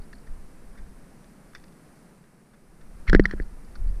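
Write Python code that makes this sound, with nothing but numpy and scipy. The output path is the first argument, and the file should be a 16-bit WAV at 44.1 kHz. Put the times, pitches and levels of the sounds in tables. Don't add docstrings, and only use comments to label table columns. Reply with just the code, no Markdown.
import sys
import numpy as np
from scipy import signal
from scipy.fft import rfft, irfft
from scipy.io import wavfile

SR = 44100
rng = np.random.default_rng(int(sys.argv[2]) if len(sys.argv) > 2 else 0)


def log_audio(samples):
    frames = np.atleast_2d(samples).T
    limited = np.clip(frames, -1, 1)
    pcm = np.round(limited * 32767).astype(np.int16)
    wavfile.write(sys.argv[1], SR, pcm)


N = 176400
TIME = np.arange(N) / SR


# start_s, clack_db, clack_hz, thud_db, hum_db, tick_db, push_db
CASE_BLOWS = [(3.0966, -17.5, 1770, -25.5, -27, -18.5, -33), (3.1308, -6, 1620, -4.5, -11.5, -20.5, -37),
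              (3.1484, -2.5, 1653, 4, -16.5, -18, 1.5), (3.1614, -17.5, 1880, -36, -14.5, -38, -51),
              (3.1960, -8.5, 1865, 5, -13.5, -19.5, -6), (3.2548, -7.5, 1916, -22, -23, -21, -27),
              (3.3104, -29, 1760, -36, -60, -30.5, -22), (3.3363, -40, 1620, -20.5, -38.5, -68, -23),
              (3.3995, -28.5, 1750, -22.5, -36.5, -52, -18.5)]
# pitch_hz, level_db, t60_s
SHELL_MODES = [(1310, -22, 0.024), (1520, -22, .018), (1680, -24, .014), (1900, -8, 0.019),
               (4210, -31, 0.025), (5120, -47, 0.084), (5650, -36, .015)]
# pitch_hz, level_db, t60_s
MOUNT_MODES = [(170, -1, 0.067), (195.3, -0.5, 0.27), (447, -18, 0.064), (672, -10.5, 0.029)]

def knock(clack_db, clack_hz, thud_db, hum_db, tick_db, push_db):
    t = np.arange(SR // 3) / SR
    shell_rise_s, mount_rise_s = 0.00125, 0.0018
    clack = amp(clack_db) * (pulse(t, clack_hz, shell_rise_s) + ring(t, SHELL_MODES, shell_rise_s))
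    thud = amp(thud_db) * pulse(t, hz=310, rise_s=mount_rise_s)
    hum = amp(hum_db) * ring(t, MOUNT_MODES, mount_rise_s)
    push = amp(push_db) * pulse(t, hz=25.8, rise_s=0.013)
    return amp(tick_db) * contact_tick(t) - (clack + thud + hum + push)


# frequency_hz, level_db
PLASTIC_SPECTRUM = [(300, -30), (1000, -0.5), (2000, 16), (2550, -11), (3250, 3.5), (3850, -4), (4250, 5),
                    (4650, 0), (5050, -8.5), (5650, 0), (6300, -21), (6950, -13.5), (7700, -28),
                    (9200, -24), (15000, -49)]

def contact_tick(t):
    fade = np.minimum(t / 0.0006, 1) * decay(t, t60_s=0.02)
    burst = rng.standard_normal(len(t)) * fade
    return unit(colour_burst(burst, PLASTIC_SPECTRUM)) * rms(fade)


# start_s, length_s, body_db, body_hz, width_hz, grit_db
STRAP_RUBS = [(3.067, 0.032, -43, 1730, 900, -55), (3.075, 0.022, -33, 2170, 380, -39.5),
              (3.104, 0.071, -56, 1670, 790, -51), (3.127, 0.035, -33, 1570, 600, -59),
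              (3.165, 0.075, -49, 1600, 890, -59), (3.237, 0.03, -41, 1380, 800, -57),
              (3.265, 0.094, -51, 1730, 690, -56), (3.321, 0.023, -45.5, 1730, 700, -56),
              (3.365, 0.078, -56.5, 1770, 696, -68)]

def rub(length_s, body_db, body_hz, width_hz, grit_db, grit_spectrum=PLASTIC_SPECTRUM):
    t = np.arange(SR // 5) / SR
    grains_per_s, grain_db = 2500, 4
    swell = np.sin(np.pi * np.minimum(t / length_s, 1) ** 0.65)
    slipping = rng.random(len(t)) < grains_per_s / SR
    strength = amp(grain_db * np.minimum(rng.exponential(1, len(t)), 3))
    slips = rng.standard_normal(len(t)) * (slipping * strength + 0.32) * swell
    body = signal.fftconvolve(slips, resonance(t, body_hz, width_hz))[:len(t)]
    grit = colour_burst(slips, grit_spectrum)
    return (amp(body_db) * unit(body) + amp(grit_db) * unit(grit)) * rms(swell)


# start_s, length_s, body_db, body_hz, grit_db
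CRAMPON_SCUFFS = [(.129, 0.0087, -44.5, 1700, -55), (.267, 0.015, -54, 1770, -65.5),
                  (.747, 0.026, -58.5, 1450, -74), (.772, 0.024, -56, 1900, -63.5),
                  (.79, 0.01, -58, 1750, -70), (.833, 0.0079, -68, 1700, -73),
                  (1.241, 0.0062, -66, 1800, -61.5), (1.531, .009, -55, 1580, -66),
                  (1.548, 0.012, -42.5, 1720, -45), (1.555, 0.013, -49.5, 2010, -58),
                  (1.566, 0.026, -68, 1800, -63), (1.597, .008, -69, 1900, -65),
                  (1.638, 0.0075, -57.5, 1920, -56), (1.68, .008, -74, 1900, -64),
                  (1.722, 0.0073, -71, 1900, -66), (2.238, 0.0093, -63, 1770, -69),
                  (2.53, 0.027, -62, 1700, -70), (2.808, 0.018, -60.5, 1660, -65),
                  (3.752, 0.013, -48, 1520, -57.5), (3.954, .009, -65, 1700, -65)]
# frequency_hz, level_db
SPIKE_SPECTRUM = [(300, -22), (750, -17), (1200, 2.5), (2100, -5), (2500, 4), (2850, 1), (3100, -19),
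                  (3500, 9), (3950, -8), (4500, 2), (5200, 1), (5900, -0.5), (6800, -15), (12000, -25)]

def scuff(length_s, body_db, body_hz, grit_db):
    return rub(length_s, body_db, body_hz, width_hz=700, grit_db=grit_db, grit_spectrum=SPIKE_SPECTRUM)


# start_s, level_db, pitch_hz
GEAR_CHINKS = [(.018, -56, 4350), (.035, -58, 4760), (.132, -52, 4410), (.151, -55, 4560),
               (.183, -57, 4620), (3.129, -36, 4600), (3.139, -43, 4850), (3.16, -45, 4900),
               (3.236, -44, 4500), (3.241, -48, 4600), (3.419, -52, 4400), (3.646, -59, 4700),
               (3.754, -47.5, 4440), (3.873, -57, 4500), (3.889, -60, 4600), (3.956, -65, 4620)]

def chink(level_db, pitch_hz):
    t = np.arange(SR // 8) / SR
    metal = resonance(t, pitch_hz, width_hz=650)
    chatter = irfft(rfft(rng.standard_normal(len(t))) * rfft(metal), len(t))
    fade = np.minimum(t / 0.003, 1) * decay(t, t60_s=0.035)
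    return amp(level_db) * unit(chatter) * fade


# time_s, level_db
GUST_LEVELS = [(0, -24.5), (.03, -46), (.14, -44), (.27, -47), (.295, -32), (.325, -31), (.36, -38),
               (.52, -42.5), (.62, -48), (.69, -36.5), (.75, -51), (.8, -36.5), (1.0, -48.5), (1.4, -58.5),
               (1.6, -49.5), (1.85, -58.5), (2.45, -63), (2.78, -52), (2.85, -43), (2.95, -42),
               (3.02, -38.5), (3.065, -50), (3.09, -10.5), (3.12, -11.5), (3.17, -29), (3.3, -27.5),
               (3.5, -36.5), (3.63, -43.5), (3.77, -39.5), (3.81, -22), (3.9, -20), (3.95, -28.5),
               (4, -23.5)]
# frequency_hz, level_db
EDDY_SPECTRUM = [(8, -4), (20, -6.5), (32, -5), (50, -16), (80, -22.5), (130, -35), (300, -62),
                 (1000, -114)]

def wind():
    eddies = signal.hilbert(colour(rng.standard_normal(N), EDDY_SPECTRUM))
    evened = eddies.real / (unit(abs(eddies)) + 1.04)
    rumble = colour(evened, [(60, -13), (110, -15), (250, -33), (1000, -88)])
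    return unit(rumble) * amp(np.interp(TIME, *np.transpose(GUST_LEVELS)))


# frequency_hz, level_db
AIR_SPECTRUM = [(24, -18), (45, -7), (85, -16.5), (108, -11.5), (145, 0), (200, 0), (280, -7), (400, -10),
                (620, -14.5), (950, -18), (1600, -20.5), (2150, -24), (2700, -29), (3400, -34),
                (4600, -30.5), (5800, -31), (7000, -33.5), (8300, -29), (9600, -27.5), (11200, -33),
                (13000, -37), (15000, -42)]
# time_s, wash_db, hiss_db
AIR_BAND_LEVELS = [(0, -52.5, -66), (.8, -53, -66), (1.2, -53, -66), (2.05, -53.5, -66.5),
                   (2.3, -56.5, -70), (2.65, -57.5, -70), (3.0, -53, -65.5), (3.5, -52.5, -66),
                   (4, -51.5, -65)]

def air(split_hz=2630):
    time_s, wash_db, hiss_db = np.transpose(AIR_BAND_LEVELS)
    mix = np.zeros(N)
    for side, level_db in (("low", wash_db), ("high", hiss_db)):
        crossover = signal.butter(4, split_hz, side, fs=SR, output="sos")
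        band = signal.sosfilt(crossover, colour(rng.standard_normal(N), AIR_SPECTRUM))
        mix += unit(band) * amp(np.interp(TIME, time_s, level_db))
    return mix


def ring(t, modes, rise_s):
    partials = sum(amp(db) * decay(t, t60_s) * np.sin(2 * np.pi * hz * t) for hz, db, t60_s in modes)
    return partials * (1 - np.exp(-t / rise_s))


def pulse(t, hz, rise_s):
    return (t / rise_s) ** 2 * np.exp(2 * (1 - t / rise_s)) * np.sin(2 * np.pi * hz * t)


def resonance(t, hz, width_hz):
    return t * np.exp(-np.pi * width_hz * t) * np.sin(2 * np.pi * hz * t)


def decay(t, t60_s):
    return np.exp(-np.log(1000) * t / t60_s)


def colour(x, spectrum):
    frequency_hz, level_db = np.transpose(spectrum)
    bins_hz = np.fft.rfftfreq(len(x), 1 / SR)
    gain = amp(np.interp(np.log(bins_hz + 1), np.log(frequency_hz + 1), level_db))
    return irfft(rfft(x) * gain, len(x))


def colour_burst(x, spectrum):
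    return colour(np.pad(x, (0, len(x))), spectrum)[:len(x)]


def amp(db):
    return 10 ** (np.asarray(db) / 20)


def rms(x):
    return np.sqrt(np.mean(x ** 2) + 1e-20)


def unit(x):
    return x / rms(x)


def scene():
    mix = wind() + air()
    sources = (CASE_BLOWS, knock), (STRAP_RUBS, rub), (CRAMPON_SCUFFS, scuff), (GEAR_CHINKS, chink)
    for events, source in sources:
        for start_s, *settings in events:
            sound = source(*settings)
            span = mix[round(start_s * SR):][:len(sound)]
            span += sound[:len(span)]
    return mix[None]


def record(dry):
    threshold_db, duck_share, recovery_db_per_s, sense_s = -16, 0.49, 113, 0.0084
    memory = np.exp(-1 / (sense_s * SR))
    power_db = 10 * np.log10(signal.lfilter([1 - memory], [1, -memory], dry[0] ** 2) + 1e-12)
    fall_db = TIME * recovery_db_per_s
    held_db = np.maximum.accumulate(power_db + fall_db) - fall_db
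    ducked = dry * amp(-duck_share * np.maximum(held_db - threshold_db, 0))
    saturated = ducked / (1 + ducked ** 6) ** (1 / 6)
    lowpass = signal.firwin(511, cutoff=15300, window=("kaiser", 9), fs=SR)
    return signal.oaconvolve(saturated, lowpass[None], "same")


dry = scene()
out = record(dry)
log_audio(out)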